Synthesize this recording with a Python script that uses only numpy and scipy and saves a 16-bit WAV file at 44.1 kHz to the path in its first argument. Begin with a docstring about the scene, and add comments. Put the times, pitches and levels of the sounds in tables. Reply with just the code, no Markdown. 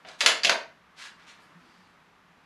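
"""A bolt-action rifle is worked in a small room, a little way off, over faint hiss and a low drone.
The bolt rattles, slides home, then is turned down and locked at about 0.5 s: each steel contact
cracks, chatters and rings the barrel and the room. From about 1 s the rifle scrapes on its rest
as it is settled. Last come soft bumps of the stock and rustling sleeves."""
import sys
import numpy as np
from scipy import signal
from scipy.fft import rfft, irfft, next_fast_len
from scipy.io import wavfile

SR = 44100
rng = np.random.default_rng(int(sys.argv[2]) if len(sys.argv) > 2 else 0)


def waveform_to_disk(signal):
    """Save audio, clipped to [-1, 1], as 16-bit WAV at the path in sys.argv[1]."""
    frames = np.transpose(np.atleast_2d(signal))
    scaled = np.clip(frames, -1, 1) * 32767
    samples = np.round(scaled).astype(np.int16)
    wavfile.write(sys.argv[1], SR, samples)


N = 108045
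SIDE = np.array([[1], [-1]])  # opposite sign left and right


def undb(db):
    """Decibels to gain."""
    return 10 ** (np.asarray(db) / 20)


def unit(x):
    """Scale to rms 1."""
    return x / np.sqrt(np.mean(x ** 2))


def on_log(hz, points):
    """Interpolate (freq_hz, value) points over log frequency."""
    freqs_hz, values = np.array(points, float).T
    return np.interp(np.log(np.maximum(hz, 1)), np.log(freqs_hz), values)


def hump(hz, centre_hz, octaves):
    """Bell over log frequency, 1 at its centre."""
    return np.exp(-.5 * (np.log2(hz / centre_hz) / octaves) ** 2)


def shelf(hz, edge_hz):
    """Smooth step, 0 below the edge to 1 above."""
    return 1 - 1 / (1 + (hz / edge_hz) ** 5)


def colour(x, db_at):
    """Minimum-phase filter with gain db_at(hz)."""
    n = 2 * next_fast_len(len(x))
    cepstrum = irfft(np.log(undb(db_at(np.arange(n // 2 + 1) * SR / n + 1))))
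    cepstrum[1:n // 2] *= 2
    cepstrum[n // 2 + 1:] = 0
    return irfft(rfft(x, n) * np.exp(rfft(cepstrum)))[:len(x)]


def burst(env, passes=3):
    """Enveloped noise, flattened in spectrum, unit energy."""
    x = rng.standard_normal(len(env)) * env
    limit = 2 * env / np.linalg.norm(env)
    for _ in range(passes):
        spectrum = rfft(x)
        flat = irfft(spectrum / (abs(spectrum) + 1e-12), len(env))
        x = np.clip(flat, -limit, limit)
    return x / np.linalg.norm(x)


def add(out, start_s, x):
    """Mix x into out at start_s."""
    i = max(int(start_s * SR), 0)
    out[i:i + len(x)] += x[:len(out) - i]


# Hiss spectrum: freq_hz, relative_db
HISS_SPECTRUM = [(25, -51), (110, -17), (220, -6.5), (330, -10.5), (520, -14), (1150, -7), (1800, -10.5),
                 (3200, -19), (6000, -29), (9000, -37.5), (12000, -38), (14000, -48)]
# Hiss drift: time_s, offset_db
HISS_DRIFT = [(0, 1), (0.849, -1.5), (1.5, 1.5), (2.1, -1.5), (2.45, -1)]
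# Left-right hiss spectrum: freq_hz, relative_db
SIDE_HISS_SPECTRUM = [(70, 0.5), (200, -3.5), (1000, -19), (12000, -18.5)]


def background(hiss_db=-59, drone_db=-71, rumble_db=-76, side_db=-86.5):
    """Room hiss, a low wavering drone and faint rumble, all filtered noise."""
    def noise(db_at):
        return unit(colour(rng.standard_normal(N), db_at))

    drone_hz, width_hz = 173.3, 29
    drift_db = np.interp(np.arange(N) / SR, *np.array(HISS_DRIFT).T)
    hiss = noise(lambda f: on_log(f, HISS_SPECTRUM)) * undb(hiss_db + drift_db)
    drone = noise(lambda f: -20 * np.log10(1 + (2 * (f - drone_hz) / width_hz) ** 2)) * undb(drone_db)
    rumble = noise(lambda f: 40 * hump(f, centre_hz=70.6, octaves=1.9)) * undb(rumble_db)
    side_hiss = noise(lambda f: on_log(f, SIDE_HISS_SPECTRUM)) * undb(side_db)
    return hiss + drone + rumble + side_hiss * SIDE


# Reverb bands: centre_hz, t60_s, level_db, build_s
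ROOM_BANDS = [(150, 0.15, -5, .02), (450, 0.33, 6, .02), (1040, 0.37, 0, 0.0059),
              (3000, 0.32, -2.5, 0.0021), (11100, 0.23, -2.5, 0.0022)]


def room(x, delay_s=.0015):
    """Dense reflections that build quickly and last longest in the mids."""
    t, hz = np.arange(SR) / SR, np.arange(SR // 2 + 1)
    late_s = np.maximum(t - delay_s, 0)
    bend = 1.175  # above 1: lingers, then drops faster
    spectrum, tail = rfft(rng.standard_normal(SR)), 0
    for k, (_, t60_s, level_db, build_s) in enumerate(ROOM_BANDS):
        band = on_log(hz, [(row[0], j == k) for j, row in enumerate(ROOM_BANDS)])
        env = (1 - np.exp(-late_s / build_s)) * undb(-60 * (late_s / t60_s) ** bend)
        tail = tail + undb(level_db) * irfft(spectrum * band) * env / np.linalg.norm(env)
    return signal.fftconvolve(x, tail)[:N]


# Spectrum of the stereo fizz: freq_hz, gain_db
FIZZ_SPECTRUM = [(200, -32), (2500, -42.5), (6000, -31), (10000, -15.5), (13000, -2)]


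def treble_width(x):
    """A faint high fizz, opposite in left and right, trailing each clack and scrape."""
    return colour(room(x), lambda f: on_log(f, FIZZ_SPECTRUM)) * SIDE


# Bumps of the stock: start_s, level_db, pitch_hz
STOCK_BUMPS = [(1.546, -49.5, 171.8), (1.613, -58.5, 246), (1.66, -63, 335), (1.778, -60, 183)]


def stock_bumps(peak_s=.023):
    """The cushioned stock gives low notes that swell and die away."""
    t, out = np.arange(SR // 2) / SR, np.zeros(N)
    env = (t / peak_s) ** 2 * np.exp(2 - 2 * t / peak_s)
    for start_s, level_db, pitch_hz in STOCK_BUMPS:
        add(out, start_s, undb(level_db) * env * np.sin(2 * np.pi * pitch_hz * t))
    return out


# Barrel and receiver modes: pitch_hz, bolt_open_db, bolt_seated_db
BARREL_MODES = [(275, -17, -15), (459, -5, -16), (594, -13, -6), (673, -8, -2), (2033, -2, -7),
                (2299, -4, -7), (2515, -4, 0), (2654, -1, -1), (2779, -6, -1), (3113, -1, -5),
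                (3495, 0, -10), (3622, -3, -3), (4069, -5, -4), (4755, -3, -9)]


def barrel(seated, t60_s=.29):
    """Barrel and receiver ring after a blow; seating the bolt shifts the mode levels."""
    t = np.arange(SR // 2) / SR
    ring = np.zeros(len(t))
    for pitch_hz, open_db, seated_db in BARREL_MODES:
        ring += undb(seated_db if seated else open_db) * np.sin(2 * np.pi * (pitch_hz * t + rng.random()))
    return ring * undb(-60 * t / t60_s)


# Friction spectrum: freq_hz, relative_db
RUB_SPECTRUM = [(150, -27), (450, -26.5), (1000, -4.5), (1700, 0.5), (4500, -1.5), (5500, -6), (7000, -10),
                (10000, -17.5), (14000, -37.5)]
# Slides and rustles: start_s, attack_s, hold_s, release_s, relative_db, tilt_db_per_octave, peak_db
RUB_STROKES = [(0.059, 0.018, 0.015, 0.082, -43, -2.5, -4), (0.182, 0.031, .005, 0.016, -39.5, 2, -7),
               (0.961, 0.046, 0.052, 0.032, -39, -0.5, 0.5), (1.175, 0.027, 0.047, 0.048, -53.5, -4, -1),
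               (1.263, 0.023, .012, 0.04, -45, -1, -5.5), (1.317, .02, 0.046, 0.079, -57, -4, -5),
               (1.384, .04, .02, .03, -64, 16, 15), (1.568, 0.08, 0.13, 0.19, -63.5, 0.5, 6)]


def rubs(gain=.5, grain_db=5.5, barrel_db=-67):
    """Grainy friction of bolt, rest and sleeves, faintly ringing the barrel."""
    t, out = np.arange(SR * 2 // 3) / SR, np.zeros(N)
    for start_s, attack_s, hold_s, release_s, relative_db, tilt_db_per_octave, peak_db in RUB_STROKES:
        grains = rng.standard_normal(len(t)) * undb(grain_db * rng.standard_normal(len(t)))
        scrape = colour(grains, lambda f: on_log(f, RUB_SPECTRUM)
                        + tilt_db_per_octave * np.log2(np.maximum(f, 500) / 2500)
                        + peak_db * hump(f, centre_hz=4750, octaves=.12))
        ring = undb(barrel_db) * signal.fftconvolve(grains, barrel(seated=True))[:len(t)]
        env = np.interp(t, np.cumsum([0, attack_s, hold_s, release_s]), [0, 1, 1, 0]) ** .86
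        add(out, start_s, gain * undb(relative_db) * unit(scrape + ring) * env)
    return out


# Dense ring of the action: freq_hz, gain_db
STEEL_SPECTRUM = [(40, -39.5), (120, -24.5), (250, -9), (370, -14.5), (620, -4.5), (1000, -3.5),
                  (1800, 1.5), (3000, 2), (4900, -3), (5500, -7), (6800, -7), (8200, -17.5), (10800, -20.5),
                  (12000, -30.5), (14000, -44.5)]
# Bolt resonances: centre_hz, boost_db
BOLT_RESONANCES = [(660, 4.5), (4880, 3.5)]


def steel(blow, bass_db, mids_db, treble_db, ring_hz, ring_db):
    """The action colours a blow; each contact point favours other resonances above the bass."""
    mids_hz, ripple_step_hz, ripple_sd_db = 1210, 170, 2.2
    grid_hz = np.arange(0, SR / 2, ripple_step_hz)
    ripple_db = ripple_sd_db * rng.standard_normal(len(grid_hz)) * shelf(grid_hz, mids_hz)
    return colour(blow, lambda f: on_log(f, STEEL_SPECTRUM)
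                  + sum(db * hump(f, hz, octaves=.04) for hz, db in BOLT_RESONANCES)
                  + bass_db * (1 - shelf(f, edge_hz=850))
                  + mids_db * hump(f, mids_hz, octaves=.41)
                  + treble_db * shelf(f, edge_hz=4800)
                  + ring_db * hump(f, ring_hz, octaves=.13)
                  + np.interp(f, grid_hz, ripple_db))


# Steel contacts: start_s, relative_db, bass_db, mids_db, treble_db, ring_hz, ring_db, room_db, chatter_s
BOLT_CONTACTS = [(0.049, -25, 12.5, 2, -22, 721, 9, -2.5, 0.012),
                 (0.0865, -27.5, 7, -2.5, 0, 4700, 5.5, -6.5, 0.0068),
                 (0.2066, -4, -3, -0.5, 3.5, 4450, 5.5, 2, 0.009),
                 (0.2114, -3, 0, 2.5, -0.5, 2182, 5.5, -4, .008),
                 (0.234, -22.5, 25, 0, 8, 450, 6, 1.5, .007), (0.261, 5, -6.5, 2.5, 6, 3413, 1.5, 1, .005),
                 (0.288, -6, 7, -3.5, -2, 3000, 8, -1, .007),
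                 (0.4336, -8.5, -6.5, -4.5, -2.5, 4730, 15.5, -11.5, 0.0045),
                 (0.4389, -10.5, -14, 2.5, 5.5, 2020, 2, 5, 0.006),
                 (0.4474, 4, 2.5, -9.5, -1.5, 2670, 7, -4, 0.0072),
                 (0.4540, -3.5, 4.5, -10.5, -4.5, 753, 10.5, -2.5, 0.0025),
                 (0.4695, -5.5, -8.5, -3, 0, 3375, 5, -6, 0.014),
                 (0.4951, 3, 6, 6.5, 0, 4800, 2, -3, 0.0055),
                 (0.516, -8.5, 9.5, 9.5, -1.5, 950, 1.5, -11.5, 0.013)]


def bolt(seated_s=.42):
    """Each contact cracks, chatters and rings the barrel; returns direct sound and room feed."""
    crack_s, chatter_rise_s, barrel_rise_s = .001, .0007, .005
    crack_db, clack_db, barrel_db = -6, 11.5, -34
    direct_bass_db = -5  # bass arrives mostly via the walls
    t = np.arange(SR // 2) / SR
    direct, feed = np.zeros(N), np.zeros(N)
    for start_s, relative_db, *tone, room_db, chatter_s in BOLT_CONTACTS:
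        crack = undb(crack_db) * burst(np.exp(-t / crack_s))
        chatter = burst((1 - np.exp(-t / chatter_rise_s)) * np.exp(-t / chatter_s), passes=1)
        clack = undb(relative_db + clack_db) * steel(crack + chatter, *tone)
        thinned = colour(clack, lambda f: direct_bass_db * (1 - shelf(f, edge_hz=850)))
        ring = barrel(seated=start_s > seated_s) * (1 - np.exp(-t / barrel_rise_s))
        add(direct, start_s, thinned + undb(relative_db + room_db + barrel_db) * ring)
        add(feed, start_s, undb(room_db) * clack)
    return direct, feed


def scene():
    """The rifle, centred, in its room."""
    clacks, clack_feed = bolt()
    friction = rubs()
    feed = clack_feed + friction
    return clacks + friction + treble_width(feed) + room(feed) + stock_bumps() + background()


def record(dry, cutoff_hz=13900):
    """Clip at full scale, then low-pass."""
    lowpass = signal.ellip(8, .2, 70, cutoff_hz, fs=SR, output="sos")
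    return signal.sosfilt(lowpass, np.clip(dry, -1, 1))


dry = scene()
out = record(dry)
waveform_to_disk(out)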